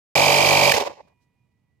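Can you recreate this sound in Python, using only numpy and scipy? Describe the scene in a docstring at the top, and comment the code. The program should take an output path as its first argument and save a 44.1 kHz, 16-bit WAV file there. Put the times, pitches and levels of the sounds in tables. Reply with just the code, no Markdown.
"""Outdoors, a phone's two microphones close to a small electric piston compressor in a plastic case.
We come in mid-run: each crank turn loads the gears into a burst of whine, knocks the case and puffs air.
At 0.72 s a rocker switch clicks; the hum groans down and the crank coasts through five slowing strokes.
What stays is the low rumble of the open air, a faint stack of thin tones and a few scuffs."""
import sys
import numpy as np
from scipy import signal
from scipy.fft import rfft, irfft
from scipy.io import wavfile
from scipy.ndimage import uniform_filter1d

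SR = 44100
rng = np.random.default_rng(int(sys.argv[2]) if len(sys.argv) > 2 else 0)


def generate_wav(signal):
    """Clip the signal to [-1, 1] and save it as 16-bit WAV at the path in sys.argv[1]."""
    frames = np.transpose(np.atleast_2d(signal))
    scaled = np.clip(frames, -1, 1) * 32767
    pcm = np.round(scaled).astype(np.int16)
    wavfile.write(sys.argv[1], SR, pcm)


N = 79380
T = np.arange(N) / SR
HZ = np.arange(N // 2 + 1) * SR / N

START_S, FADE_IN_S = .1535, .00062
CRANK_HZ, STROKE_S = 48.215, .4072  # running speed; a moment of peak compression
POWER_OFF_S, COAST_FROM_S = .708, .7169
SINCE_OFF, COASTED = np.maximum(T - POWER_OFF_S, 0), np.maximum(T - COAST_FROM_S, 0)


def crank(slowing_s=.115):
    """Turns counted from STROKE_S: steady, then coasting to rest."""
    turns = np.cumsum(CRANK_HZ * np.exp(-COASTED / slowing_s)) / SR
    return turns - np.interp(STROKE_S, T, turns)


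# Gear bursts close up; last row, the piston's thud
# (pitch [x crank speed], centre [turns], width [turns], level [dB])
GEAR_BURSTS = [(49.42, -.01, 0.1, -12), (53, .19, .05, -18.5), (98.7, -.02, .065, -18.5),
               (67.1, 0.26, 0.094, -23), (41, -.1, .09, -29.5), (59.9, 0.38, 0.088, -27),
               (145, .02, .06, -30.5), (16.2, .28, .03, -7.5)]

def gear_whine(turns, sag_per_turn=.25, rough_db=3, growth_db_per_s=1, dies_s=.03):
    """The piston loads the teeth once a turn: sagging bursts that grow as pressure builds."""
    whine = 0
    for multiple, centre, width, db in GEAR_BURSTS:
        offset = (turns - centre + .5) % 1 - .5
        tone = np.cos(2 * np.pi * multiple * (offset - sag_per_turn * offset ** 2 / 2))
        whine += undb(db + rough_db * wander(150)) * bump(turns, centre, width) * tone
    return whine * undb(growth_db_per_s * (T - STROKE_S)) * np.exp(-SINCE_OFF / dies_s)


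# Partials of the case's hum (pitch [x crank speed])
HUM_MULTIPLES = [1, 2, 3, 4, 5, 7, 9, 10, 12, 13.39, 19, 20, 25]
# The same partials, row for row (level [dB], offset [turns], decay time [x dies_s])
HUM_PARTIALS = [(-53.5, .4, .3), (-38.5, 0.43, .3), (-33, .4, 0.33), (-40.5, .4, 0.28), (-39, .4, 0.22),
                (-43.5, .3, .3), (-41.5, .3, .4), (-39, 0.33, .4), (-23, 0.3096, 1.7), (-34, .3, 0.43),
                (-38, .28, 0.47), (-38, 0.25, .41), (-35, 0.42, 0.21)]

def case_hum(turns, sinking_s=.3, dies_s=.06):
    """The shaken case hums; with the power off, the pitch sinks and the hum chugs with the strokes."""
    sinking = sinking_s * (1 - np.exp(-SINCE_OFF / sinking_s))
    hum_turns = CRANK_HZ * (np.minimum(T, POWER_OFF_S) - STROKE_S + sinking)
    hum = 0
    for multiple, (db, offset, lasts) in zip(HUM_MULTIPLES, HUM_PARTIALS):
        level = undb(db + .5 * wander(22)) * np.exp(-(SINCE_OFF / lasts / dies_s) ** 2)
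        hum += np.sqrt(2) * level * np.cos(2 * np.pi * multiple * (hum_turns - offset))
    chug_depth = np.clip(SINCE_OFF / .015, 0, 1)
    return hum * (1 - chug_depth * (1 - bump(turns, centre=.2, width=.16)))


# Blows within each turn (place [turns], level [dB])
PISTON_BLOWS = [(.34, -18.5), (.46, -18.5), (.78, -16), (0.11, -19)]
# Resonances of the plastic case (frequency [Hz], width [Hz], level [dB])
CASE_MODES = [(300, 90, -25), (456, 60, -11.5), (613, 35, -4), (736.7, 170, 2), (930, 130, 2.5),
              (1140, 50, -18.5)]

def knocks(turns, jitter_s=.0001, scatter_db=1, soft_hz=1400):
    """Piston and valve blows, a little uneven, ring the case."""
    whole_turns = np.arange(np.floor(turns[0]), turns[-1] - 1)
    blows = np.zeros(N)
    for place, db in PISTON_BLOWS:
        timing, force = rng.standard_normal((len(whole_turns), 2)).T
        times = np.interp(whole_turns + place, turns, T) + jitter_s * timing
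        at = np.clip(times * SR, 0, N - 2)
        sample, size = at.astype(int), undb(db + scatter_db * force)
        blows[sample] += size * (1 - at + sample)  # each blow is shared by two samples
        blows[sample + 1] += size * (at - sample)
    return ring(signal.lfilter(*signal.butter(2, soft_hz, fs=SR), blows), CASE_MODES)


# Rattle and air of the works, close up (frequency [Hz], relative level [dB])
RATTLE_SPECTRUM = [(15, -56.5), (25, -32), (43, -27.5), (74, -23.5), (137, -21.5), (195, -26), (516, -6.5),
                   (575, -0.5), (641, -9), (962, -7.5), (1190, -19), (1290, -32), (2110, -13),
                   (2350, -11.5), (3520, -17.5), (4870, -17.5), (11000, -28.5), (14800, -28), (16000, -51)]

def rattle(turns, level_db=-19, dip_db=2.5):
    """Grainy noise of gears and air: even under power, dipping between compressions while coasting."""
    between_strokes = (T >= COAST_FROM_S) * (1 - bump(turns, centre=0, width=.19))
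    return hiss(RATTLE_SPECTRUM, grain_db=3) * undb(level_db - dip_db * between_strokes)


# The works coasting to rest (time [s], body [dB], treble [dB], bass [dB])
COAST_LEVELS = [(0.712, -64, -24, -42), (0.722, -87, -16.5, -43), (0.732, -17.5, -29, -52),
                (0.746, -17.5, -21, -23.5), (0.764, -20, -22.5, -35.5), (0.784, -15.5, -24, -36.5),
                (0.794, -26.5, -31.5, -52), (0.806, -20, -26.5, -32), (0.836, -22, -35, -45),
                (0.846, -31.5, -38, -59), (0.876, -21, -36.5, -48), (0.888, -34.5, -49.5, -56),
                (0.904, -29, -47.5, -44), (0.954, -52, -59, -61), (1.01, -39, -64, -65),
                (1.02, -62, -70, -55), (1.13, -62, -83, -72)]

def run_down(works, lean_hz=75, bass_hz=270, treble_hz=1770, air_hz=7500, air_db_per_s=-56.5):
    """Three bands sink unevenly from their running levels as the crank slows; the top fades fastest."""
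    times, body_db, treble_db, bass_db = np.array(COAST_LEVELS, float).T

    def gain(db, running_db):
        change = np.r_[0, db - running_db, db[-1] - running_db - 30]
        return undb(np.interp(T, np.r_[POWER_OFF_S - .004, times, times[-1] + .03], change))

    def band(hz, kind):
        return signal.sosfiltfilt(signal.butter(3, hz, kind, fs=SR, output="sos"), works)

    # the small case radiates little below lean_hz
    bass = band([lean_hz, bass_hz], "band") + .4 * band(lean_hz, "low")
    body = band([bass_hz, treble_hz], "band")
    treble = band([treble_hz, air_hz], "band") + band(air_hz, "high") * undb(air_db_per_s * COASTED)
    return bass * gain(bass_db, -36) + body * gain(body_db, -17.5) + treble * gain(treble_db, -21.5)


# The switch's double click (time [s], level [dB])
SWITCH_CLICKS = [(0.7202, -0.5), (.7235, -11.5)]
# Resonances of the rocker (frequency [Hz], width [Hz], level [dB])
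ROCKER_MODES = [(1750, 120, -1), (3200, 700, -5), (7700, 5000, 7.5), (13300, 12000, 5.5)]

def switch():
    """The rocker snaps over and rings briefly."""
    blows = np.zeros(N)
    for time, db in SWITCH_CLICKS:
        blows[int(time * SR)] = undb(db)
    return ring(blows, ROCKER_MODES)


# The open air around the phone (frequency [Hz], relative level [dB])
OUTDOOR_SPECTRUM = [(20, -19.5), (45, -13), (80, -0.5), (135, -0.5), (300, -13.5), (550, -25.5),
                    (1000, -27.5), (1500, -39), (2200, -31), (3200, -38), (14500, -50), (16000, -53)]

def outdoor_rumble(level_db=-70, dulling_db_per_s=-6):
    """A low, wavering rumble whose part above 300 Hz slowly fades."""
    air = hiss(OUTDOOR_SPECTRUM, grain_db=0) * undb(level_db + 1.2 * wander(19))
    highs = signal.lfilter(*signal.butter(2, 300, "high", fs=SR), air)
    return air + highs * (undb(dulling_db_per_s * (T - 2)) - 1)


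# Background tones (frequency [Hz], level at 1.28 s [dB], slope [dB/s], swell or dip at 1.45 s [dB])
THIN_TONES = [(454, -89, -12, -2.5), (970, -86.5, -24, 1), (1956, -86.5, 5.5, -6), (2441, -83, -30, 2),
              (2929.5, -100, -17, -3)]

def faint_tones(from_s=.99, rise_s=.05):
    """Thin, wavering tones come in as the machine settles; all but one fade."""
    tones = 0
    for hz, db, slope, swell_db in THIN_TONES:
        contour_db = db + slope * (T - 1.28) + swell_db * np.exp(-((T - 1.45) / .2) ** 2)
        tones += np.sqrt(2) * undb(contour_db + 7.2 * wander(21.85)) * np.sin(2 * np.pi * hz * T)
    return tones * np.clip((T - from_s) / rise_s, 0, 1)


# Scuffs in the quiet (time [s], half-length [s], centre [Hz], relative level [dB])
FAINT_SCUFFS = [(1.083, .008, 690, -61), (1.229, .02, 4900, -83), (1.384, 0.013, 1900, -90),
                (1.52, .012, 3500, -94)]

def scuffs():
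    """Short, soft swells of band-passed noise."""
    out = 0
    for time, half_length, hz, db in FAINT_SCUFFS:
        noise = signal.lfilter(*signal.iirpeak(hz, 1.5, fs=SR), rng.standard_normal((2, N)))
        out += 4 * undb(db) * np.exp(-((T - time) / half_length) ** 2) * noise
    return out


# Balance at the phone (frequency [Hz], left minus right [dB])
MIC_BALANCE = [(60, 0.5), (110, -5), (200, -1), (380, -3.5), (700, -2.5), (1290, -6.5), (2380, -3.5),
               (4400, -8), (8120, -4.0), (15000, 0.5)]
# Phase at the phone (frequency [Hz], left lead [rad])
MIC_LEAD = [(0, -1.5), (950, 0.53), (1210, 1.37), (2840, 1), (5340, -14), (15400, -42.5)]
# Bounces off ground and wheel (left delay [ms], right delay [ms], left level [dB], right level [dB])
CLOSE_ECHOES = [(1.9, 2.6, -17, -13), (4.3, 3.5, -18, -15)]

def microphones(source):
    """The two microphones differ in level and phase and hear different close echoes."""
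    left = undb(on_log(MIC_BALANCE, HZ) / 2) * np.exp(.5j * np.interp(HZ, *np.array(MIC_LEAD).T))
    echoes = 0
    for left_ms, right_ms, left_db, right_db in CLOSE_ECHOES:
        delay_s = np.array([[left_ms], [right_ms]]) / 1000
        echoes += undb([[left_db], [right_db]]) * np.exp(-2j * np.pi * HZ * delay_s)
    echoes *= HZ ** 2 / (HZ ** 2 + 400 ** 2)  # weak below 400 Hz
    eased_in = source * np.clip(T / START_S, 0, 1) ** 2
    return irfft(rfft(eased_in) * (1 + echoes) * np.array([left, 1 / left]), N)


# How alike noise is at the two microphones (frequency [Hz], likeness [0-1])
MIC_LIKENESS = [(60, 0.017), (130, 0.99), (290, 0), (640, 0), (1410, 0.36), (3100, 0.14), (6820, 0.039),
                (15000, 0.39)]

def hiss(spectrum, grain_db):
    """Two channels of grainy coloured noise, most alike near 130 Hz; rms 1."""
    white = rng.standard_normal((2, N))
    grain = rng.standard_normal((2, N // 40 + 1)).repeat(40, axis=1)[:, :N]
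    correlation = np.sqrt(np.clip(on_log(MIC_LIKENESS, HZ), 0, 1))
    mid, side = rfft(white * undb(grain_db * grain)) * np.sqrt([1 + correlation, 1 - correlation])
    noise = irfft(np.array([mid + side, mid - side]) * undb(on_log(spectrum, HZ)), N)
    return noise / np.sqrt(np.mean(noise ** 2))


def ring(blows, modes):
    """Two-pole resonances, scaled so that width sets the ring time and not the starting level."""
    return sum(undb(db) * signal.lfilter(*signal.iirpeak(hz, hz / width, fs=SR), blows) * 3000 / width
               for hz, width, db in modes)


def bump(turns, centre, width):
    """A smooth hump once a turn."""
    return np.exp((np.cos(2 * np.pi * (turns - centre)) - 1) / (2 * np.pi * width) ** 2)


def wander(rate_hz):
    """Smooth random drift, spread about a third."""
    step = int(SR / rate_hz)
    return .4 * uniform_filter1d(np.repeat(rng.standard_normal(N // step + 1), step), step)[:N]


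def on_log(table, hz):
    """A (frequency, value) table read on a log axis."""
    frequencies, values = np.array(table, float).T
    return np.interp(np.log(hz + 1), np.log(frequencies + 1), values)


def undb(db):
    """Decibels to amplitude."""
    return 10 ** (np.asarray(db) / 20)


def scene(background_right_db=5.5):
    """The compressor close to the phone; the background sits a little to the right."""
    turns = crank()
    works = run_down(microphones(knocks(turns) + rattle(turns)))
    machine = works + microphones(gear_whine(turns) + case_hum(turns) + switch())
    pan = undb(background_right_db * np.array([[-.5], [.5]]))
    background = (faint_tones() + outdoor_rumble() + scuffs()) * pan
    return (machine + background) * np.clip((T - START_S) / FADE_IN_S, 0, 1)


def record(dry):
    """The phone rounds the loudest peaks and cuts the top."""
    ceiling, top_hz = .93, 16300
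    rounded = dry / (1 + (dry / ceiling) ** 6) ** (1 / 6)
    return signal.sosfilt(signal.ellip(12, .2, 95, top_hz, fs=SR, output="sos"), rounded)


dry = scene()
out = record(dry)
generate_wav(out)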